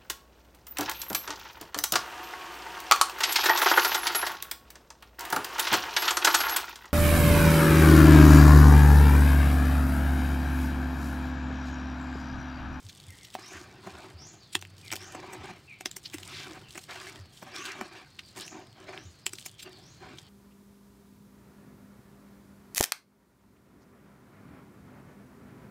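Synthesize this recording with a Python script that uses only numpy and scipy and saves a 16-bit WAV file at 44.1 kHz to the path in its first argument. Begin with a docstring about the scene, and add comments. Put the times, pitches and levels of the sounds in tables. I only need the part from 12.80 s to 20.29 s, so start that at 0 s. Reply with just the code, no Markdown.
"""A yard, close to a large plastic basin: a hand scoops and squeezes wet bran mash. Mono.
Each stroke makes grains slip, rub the wall and crackle; mash squirts between the fingers.
Bursting wet films ring air pockets; clumps slap and thud down, and the basin rings dully.
Behind it, small birds whistle gliding notes over a low outdoor hush."""
import sys
import numpy as np
from scipy import signal
from scipy.io import wavfile
from scipy.ndimage import uniform_filter1d

SR = 44100
rng = np.random.default_rng(int(sys.argv[2]) if len(sys.argv) > 2 else 0)


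def master(y):
    """Save y as 16-bit WAV."""
    cut = np.clip(np.atleast_2d(y).T, -1, 1)
    pcm = np.round(cut * 32767)  # scale
    wavfile.write(sys.argv[1], SR, pcm.astype(np.int16))


N = 330309

# Event levels are relative: each layer applies its own gain.
# outdoor hush: (frequency [Hz], gain [dB])
YARD_SPECTRUM = [(20, -33), (55, -4.5), (75, -3.5), (110, 6), (170, 0.5), (250, -7.5), (340, -7.5),
                 (500, -14.5), (2200, -18), (4600, -23.5), (9000, -42), (16000, -36)]
# one near bird's rising call: (time [s], level [dB])
RISING_CALLS = [(0.596, -52.5), (1.36, -51), (2.155, -53), (4.705, -50.5), (5.576, -51), (6.139, -60),
                (6.99, -61)]
# other near birds' falling chirps: (time [s], start pitch [Hz], level [dB])
FALLING_CHIRPS = [(.275, 2296, -58), (.385, 2376, -59.5), (1.59, 5000, -58.5), (2.02, 2574, -54),
                  (2.868, 2762, -49.5), (3.823, 3230, -57.5), (5.42, 5230, -57.5), (6.901, 5140, -57)]
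# mash-filled basin: (frequency [Hz], bandwidth [Hz], gain [dB])
BASIN_MODES = [(253, 150, -18), (336, 33, 2), (367.8, 27, 4.5), (615, 220, -8), (750, 82, -2.5),
               (950, 200, -15)]
# treble loss of the basin: (frequency [Hz], gain [dB])
BASIN_ROLLOFF = [(90, 1.5), (200, 0.5), (950, -0.5), (2500, -6.5), (8000, -71.0)]
# mash lands or shifts against the basin: (time [s], peak [dB], nominal pitch [Hz])
MASH_THUDS = [(0.058, -40.5, 97.5), (0.289, -40.5, 92), (0.553, -46, 233), (0.765, -47, 84.4),
              (1.08, -42.5, 190), (1.142, -47, 79), (1.359, -42, 83), (2.603, -43, 89), (3.347, -32, 314),
              (4.41, -40.5, 94), (5.015, -35, 230), (6.268, -43, 90)]
# blows that set the whole basin humming: (time [s], level [dB])
HUM_BLOWS = [(1.755, -48.5), (2.127, -56), (3.341, -50.5)]
# jets of mash: (time [s], length [s], gap resonance start [Hz], end [Hz], bandwidth [Hz], level [dB])
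FINGER_SQUIRTS = [(.715, 0.083, 1650, 1690, 1700, -49), (2.349, 0.059, 1270, 755, 260, -55),
                  (3.471, .23, 4500, 2520, 2700, -47.5), (4.075, 0.076, 1370, 1620, 1680, -48),
                  (4.846, .11, 3320, 1620, 900, -46.5), (5.722, 0.15, 1030, 610, 220, -58)]
# hand pushes through the mash: (time [s], length [s], wall rub [dB], rasp [dB], crackle [dB])
HAND_STROKES = [(0.583, 0.14, -56.5, -50, -67.5), (0.707, 0.13, -49, -51, -66),
                (0.87, 0.22, -54.5, -59, -77), (1.035, .25, -47.5, -52.5, -69),
                (1.355, 0.21, -56.5, -62.5, -77), (2.186, 0.16, -53, -50, -67),
                (2.335, 0.37, -45.5, -50, -73.5), (2.629, .08, -44, -46, -69),
                (3.384, 0.23, -56, -58, -62.5), (3.472, 0.2, -53, -46.5, -63),
                (3.656, 0.11, -46.5, -50, -64), (4.088, .21, -49.5, -44.5, -61.5),
                (4.304, 0.075, -52.5, -53, -66), (4.651, 0.27, -51.5, -49.5, -71.5),
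                (4.74, 0.17, -47.5, -40.5, -59), (4.925, .13, -47.5, -46, -70),
                (5.113, 0.085, -51, -48, -71), (5.558, 0.071, -48.5, -49, -57.5),
                (5.714, 0.083, -44.5, -52.5, -75.5), (5.964, .1, -53, -56, -75),
                (6.069, 0.1, -45.5, -47, -75), (6.85, 0.016, -45, -49, -75),
                (6.916, 0.092, -56.5, -76, -71), (7.21, 0.12, -48, -52.5, -79.5)]
# fist kneads a lifted lump: (time [s], length [s], crackle [dB])
FIST_KNEADS = [(0, 0.51, -66.5), (1.978, 0.23, -63.5), (3.216, 0.12, -67), (3.878, 0.15, -64),
               (4.528, 0.067, -65.5), (5.434, 0.078, -70), (6.512, 0.16, -61.5), (7.366, .05, -66.5)]
# grain on grain: (frequency [Hz], gain [dB])
RASP_SPECTRUM = [(300, -41), (700, -15.5), (950, -7.5), (1130, 6), (1350, 0), (1620, 5.5), (1950, 0.5),
                 (2300, 4), (3200, -4), (4500, -6), (7000, -15.5), (15000, -48)]
# wet ticks: (frequency [Hz], gain [dB])
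CRACKLE_SPECTRUM = [(1000, -37), (3000, 0), (6500, -3), (8200, -1.5), (10000, -9), (16000, -15)]
# spit of bursting films: (frequency [Hz], gain [dB])
SPIT_SPECTRUM = [(2500, -35), (5400, 1.5), (8200, 3), (10500, -7), (16000, -9)]
# soft mash muffles an air pocket: (frequency / pocket pitch [ratio], gain [dB])
POCKET_MUFFLING = [(0.18, -22), (0.39, -5), (0.9, 0), (1.28, 0), (2.34, -14), (4.8, -28)]
# clumps land in the basin: (time [s], knock [dB], pocket [dB], spit [dB], burst time scale [s])
CLUMP_SLAPS = [(0.552, -38, -44.5, -57, .0004), (1.072, -42.5, -50, -62, 0.0051),
               (1.7532, -40, -30.5, -36.5, 0.0023), (1.825, -56.5, -49, -56, .0004),
               (2.118, -53, -44, -45, 0.0017), (2.1267, -46, -41, -41, 0.001),
               (2.135, -42.5, -43, -45.5, 0.0016), (2.157, -55, -49.5, -47, .001),
               (2.351, -43, -48, -55.5, .0026), (2.535, -47.5, -50.5, -51.5, 0.007),
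               (3.0092, -50.5, -50.5, -52.5, 0.0018), (3.0588, -44, -40.5, -46, 0.0019),
               (3.167, -56, -51.5, -44, 0.0022), (3.342, -50.5, -45.5, -46.5, 0.0077),
               (3.384, -59, -54, -55, 0.00092), (3.957, -49.5, -50.5, -56, .0055),
               (3.979, -50, -47.5, -48.5, 0.003), (4.628, -47.5, -52, -59.5, 0.005),
               (5.012, -39.5, -42, -53.5, 0.0017), (5.575, -52.5, -52, -56, 0.004),
               (6.4655, -49.5, -36, -35, 0.0014), (6.5345, -52.5, -52.5, -45, 0.0012),
               (6.6624, -56.5, -50, -43, 0.0034)]
# pockets burst in the fist: (time [s], pocket [dB], spit [dB], pitch [Hz], burst time scale [s])
POCKET_POPS = [(0.096, -52.5, -58, 3420, 0.005), (0.45, -54, -55, 3800, 0.0032),
               (0.545, -51.5, -53, 3100, 0.011), (1.733, -51, -51, 3700, 0.0056),
               (1.8146, -60, -55, 3500, .002), (2.105, -49, -72, 2760, 0.002),
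               (2.1644, -47.5, -49, 3300, .0013), (3.059, -35, -43, 4500, 0.0014),
               (3.114, -51.5, -48.5, 3300, .0013), (3.2583, -42, -58, 4140, 0.0078),
               (3.4323, -51, -57, 2740, .001), (4.04, -57.5, -58, 4000, 0.0012),
               (4.861, -44.5, -50, 3320, 0.0077), (5.3933, -45, -57.5, 2950, 0.0025),
               (5.621, -46, -65, 3430, .016), (5.68, -51.5, -57, 2500, .0012),
               (6.177, -48, -68, 2300, 0.00045), (6.586, -50.5, -61, 3460, 0.0014),
               (6.799, -49.5, -55.5, 3280, 0.0081), (6.829, -51.5, -50, 3300, 0.005),
               (7.386, -52, -77, 3550, .0011)]
# floor between strokes: (wall rub [dB], rasp [dB], crackle [dB])
FLOOR_DB = (-73, -73, -77)
# level change over one stroke: (wall rub [dB], rasp [dB], crackle [dB])
STROKE_CHANGE_DB = (-2, -1, -2)


def gain_of(db):
    """Decibels to amplitude."""
    return 10 ** (np.asarray(db) / 20)


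def unit_rms(x):
    """Scale to rms 1."""
    return x / np.sqrt(np.mean(x ** 2) + 1e-20)


def steadied(x, size=3000):
    """Hold short-term power at 1, keeping the grain."""
    return x / np.sqrt(abs(uniform_filter1d(x ** 2, size)) + 1e-9)


def add(mix, start_s, sound):
    """Mix a sound in from start_s on."""
    part = mix[max(round(start_s * SR), 0):][:len(sound)]
    part += sound[:len(part)]


def colour(x, spectrum, size=2048):
    """Minimum-phase filter through (frequency [Hz], gain [dB]) points."""
    hz, db = np.transpose(spectrum)
    bin_hz = abs(np.fft.fftfreq(size, 1 / SR))
    log_gain = np.log(gain_of(np.interp(np.log(bin_hz + 1), np.log(hz), db)))
    taps = np.fft.ifft(np.exp(np.conj(signal.hilbert(log_gain)))).real
    return signal.oaconvolve(x, taps[:size // 2])[:len(x)]


def resonate(x, hz, width_hz):
    """One resonance, peak gain 1."""
    q = hz / min(width_hz, SR / 4)
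    return signal.lfilter(*signal.iirpeak(min(hz, SR / 2 - 1), q, SR), x)


def moving_resonance(x, hz, width_hz):
    """Swept band-pass: shift hz to zero, smooth twice, shift back."""
    carrier = np.exp(2j * np.pi * np.cumsum(hz) / SR)
    pole = np.exp(-np.pi * width_hz / SR)
    baseband = signal.lfilter([(1 - pole) ** 2], [1, -2 * pole, pole * pole], x / carrier)
    return 2 * (carrier * baseband).real


def wander(per_s, count=N):
    """Random drift, rms 1."""
    knots = np.arange(count) * per_s / SR
    return unit_rms(np.interp(knots, np.arange(count), rng.standard_normal(count)))


def grains(per_s, spread_db, count=N):
    """Random clicks of either sign, mostly small, a few large."""
    size = gain_of(spread_db * np.minimum(rng.exponential(1, count), 4))
    return size * rng.choice([-1, 1], count) * (rng.random(count) < per_s / SR)


def echoes(x, t60_s, delay_s):
    """Decaying scatter of reflections, unit energy."""
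    t = np.arange(SR) / SR
    scatter = rng.standard_normal(SR) * (rng.random(SR) < .1)
    taps = scatter * gain_of(-60 * t / t60_s) * (t > delay_s)
    return signal.oaconvolve(x, taps / np.linalg.norm(taps))[:N]


def yard(level_db=-57, drift_db=1.5):
    """Outdoor hush and low rumble, drifting in level."""
    level = gain_of(level_db + drift_db * wander(3.4))
    return level * unit_rms(colour(rng.standard_normal(N), YARD_SPECTRUM, size=8192))


def whistle(length_s, first_hz, last_hz, flutter=0.0462):
    """One bird note: a fluttering glide, fastest at the start."""
    count = round(length_s * SR)
    glide_hz = first_hz + (last_hz - first_hz) * np.linspace(0, 1, count) ** .75
    hz = glide_hz * (1 + flutter * wander(1500, count))
    return unit_rms(np.sin(2 * np.pi * np.cumsum(hz) / SR) * signal.windows.tukey(count, .5))


def birds(far_count=170):
    """Near whistles over distant falling chirps, smeared by the yard's walls."""
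    near, far = np.zeros(N), np.zeros(N)
    for start_s, db in RISING_CALLS:
        add(near, start_s, gain_of(db) * whistle(length_s=0.16, first_hz=4160, last_hz=7190))
    for start_s, hz, db in FALLING_CHIRPS:
        add(near, start_s, gain_of(db) * whistle(length_s=.08, first_hz=hz, last_hz=.78 * hz))
    for slot, (jitter, long, low, loud) in enumerate(rng.random((far_count, 4))):
        hz = 5400 - 2200 * low ** 2
        chirp = gain_of(-69.5 + 4.2 * loud) * whistle(.07 + .09 * long, hz, .8 * hz)
        add(far, (slot + jitter) / far_count * N / SR, chirp)
    return 0.51 * near + 0.72 * echoes(near + far, t60_s=0.42, delay_s=0.0015)


def basin_hum(hz=94.5, t60_s=2.4, attack_s=0.0031):
    """The whole basin hums on in its lowest mode after a blow."""
    out, t = np.zeros(N), np.arange(2 * SR) / SR
    for start_s, db in HUM_BLOWS:
        envelope = gain_of(db - 60 * t / t60_s) * (1 - np.exp(-t / attack_s))
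        add(out, start_s, envelope * np.sin(2 * np.pi * hz * (t + start_s)))
    return out


def basin_wall(x):
    """Ring the wall's damped modes."""
    ring = sum(gain_of(db) * resonate(x, hz, width_hz) for hz, width_hz, db in BASIN_MODES)
    return colour(ring, BASIN_ROLLOFF)


def thuds():
    """The mash's weight hits the basin: a few dull cycles, sagging in pitch."""
    out, t = np.zeros(N), np.arange(2 * SR) / SR
    for peak_s, db, hz in MASH_THUDS:
        rise_s = 2.01 / hz
        pitch_hz = hz * (0.788 + 0.434 * np.exp(-t / (2 * rise_s)))
        envelope = gain_of(db) * (t / rise_s) ** 2 * np.exp(2 - 2 * t / rise_s)
        add(out, peak_s - rise_s, envelope * np.sin(2 * np.pi * np.cumsum(pitch_hz) / SR))
    return out


def squirts():
    """Wet grains forced through a gap whose resonance moves as the fist closes."""
    out = np.zeros(N)
    for start_s, length_s, first_hz, last_hz, width_hz, db in FINGER_SQUIRTS:
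        count = round(length_s * SR)
        gap_hz = np.geomspace(first_hz, last_hz, count)
        jet = moving_resonance(grains(8000, 1.0, count), gap_hz, width_hz)
        add(out, start_s, gain_of(db) * unit_rms(jet * signal.windows.tukey(count, .8)))
    return out


def cavities(x, depth_db, size=512):
    """Gaps between hand and mash open and close, lifting and hollowing patches of the spectrum."""
    spectra = signal.stft(x, nperseg=size)[2]
    patches = uniform_filter1d(rng.standard_normal(spectra.shape), size=3, axis=0)
    patches = unit_rms(uniform_filter1d(patches, size=7, axis=1))
    return signal.istft(spectra * gain_of(depth_db * patches), nperseg=size)[1][:len(x)]


def wet_ticks(per_s=140, spread_db=3.5, fade_s=0.001, bands=10, size=500):
    """Small wet films snap in bunches, each a brief fizz around one band."""
    out, t = np.zeros(N), np.arange(size) / SR
    for hz in np.geomspace(3000, 12000, bands):
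        fizz = rng.standard_normal(size) * t * np.exp(-t / (fade_s * rng.uniform(0.38, 1.27)))
        tick = unit_rms(resonate(fizz, hz, .5 * hz) + .5 * fizz)
        out += signal.oaconvolve(grains(per_s / bands, spread_db), tick)[:N]
    return unit_rms(out * gain_of(2.4 * wander(27)))


def push(start_s, length_s, db, change_db, grip_s=0.027, settle_db_per_s=175):
    """Envelope of one hand movement: grip, carry on, let the mash settle."""
    t = np.arange(N) / SR - start_s
    grip = np.clip(t / grip_s + .5, 0, 1)
    slope_db = change_db * (np.clip(t / length_s, 0, 1) - .5)
    settle_db = settle_db_per_s * np.maximum(t - length_s, 0)
    return grip * gain_of(db + slope_db - settle_db)


def hand_envelopes():
    """Wall rub, rasp and crackle each follow the strongest movement under way."""
    wall, rasp, wet = (np.full(N, gain_of(db)) for db in FLOOR_DB)
    for start_s, length_s, *levels_db in HAND_STROKES:
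        for envelope, db, change_db in zip((wall, rasp, wet), levels_db, STROKE_CHANGE_DB):
            envelope[:] = np.maximum(envelope, push(start_s, length_s, db, change_db))
    for start_s, length_s, db in FIST_KNEADS:
        wet = np.maximum(wet, push(start_s, length_s, db, change_db=0))
    return wall, rasp, wet


def strokes():
    """Bran grains slip in clumps against the wall and each other, among wet ticks."""
    wall, rasp, wet = hand_envelopes()
    stick_slip = gain_of(1.8 * wander(130))
    slips = grains(per_s=9000, spread_db=2.5) * stick_slip
    wall_ring = basin_wall(slips * gain_of(2 * wander(45)))
    rubbing = cavities(wall_ring, depth_db=3.5, size=1024)
    scrapes = grains(per_s=12000, spread_db=1.7) * stick_slip
    rasping = cavities(colour(scrapes, RASP_SPECTRUM), depth_db=3.5)
    crackle = colour(wet_ticks() + 0.62 * unit_rms(slips), CRACKLE_SPECTRUM)
    return (gain_of(-2.0) * wall * steadied(rubbing)
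            + gain_of(-2.5) * rasp * steadied(rasping)
            + gain_of(9.0) * wet * steadied(crackle, size=5000))


def squelch(peak_s, knock_db, pocket_db, spit_db, hz, burst_s, lead_s=0.02, size=4410):
    """A volley of bursting films rings an air pocket and knocks the basin. Returns (start [s], sound)."""
    t = np.arange(size) / SR - lead_s
    swell = np.exp(-abs(t) / (max(burst_s, .0005) * np.where(t < 0, .85, 1.1)))
    # sticky threads part just after, with smaller snaps
    for lag, share in rng.random((3, 2)):
        swell += 0.12 * share * np.exp(-abs(t - .005 - .04 * lag) / 0.001)
    volley = swell * (grains(7000, 3.8, size) + 0.52 * rng.standard_normal(size))
    ring = resonate(volley, hz, width_hz=0.59 * hz)
    undertone = 0.12 * resonate(volley, .5 * hz, width_hz=0.28 * hz)
    pocket = colour(ring + undertone, [(ratio * hz, db) for ratio, db in POCKET_MUFFLING])
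    spit = cavities(colour(volley, SPIT_SPECTRUM), depth_db=6.0)
    parts = (knock_db, basin_wall(volley)), (pocket_db, pocket), (spit_db, spit)
    return peak_s - lead_s, sum(gain_of(db) * unit_rms(part) for db, part in parts) / np.sqrt(10)


def slaps_and_pops(pocket_hz=1994, knock_db_per_octave=27):
    """Heavier slaps trap larger, lower pockets; pops in the fist leave the basin still."""
    out = np.zeros(N)
    for peak_s, knock_db, pocket_db, spit_db, burst_s in CLUMP_SLAPS:
        hz = pocket_hz * 2 ** ((pocket_db - knock_db) / knock_db_per_octave)
        add(out, *squelch(peak_s, knock_db, pocket_db, spit_db, hz, burst_s))
    for peak_s, pocket_db, spit_db, hz, burst_s in POCKET_POPS:
        add(out, *squelch(peak_s, -np.inf, pocket_db, spit_db, hz, burst_s))
    return out


def scene():
    """Mash and its reflections inside the basin, the yard around it; two equal channels."""
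    mash = gain_of(5.65) * slaps_and_pops() + strokes() + squirts()
    early = gain_of(-11.5) * echoes(mash, t60_s=0.041, delay_s=.002)
    late = gain_of(-20.5) * echoes(mash, t60_s=0.066, delay_s=0.012)
    return np.tile(mash + early + late + thuds() + basin_hum() + birds() + yard(), (2, 1))


def record(dry):
    """Steep low-pass."""
    cutoff_hz = 15900
    taps = signal.firwin(301, cutoff_hz, window=("kaiser", 9), fs=SR)
    return signal.oaconvolve(dry, taps[None], "same")


dry = scene()
out = record(dry)
master(out)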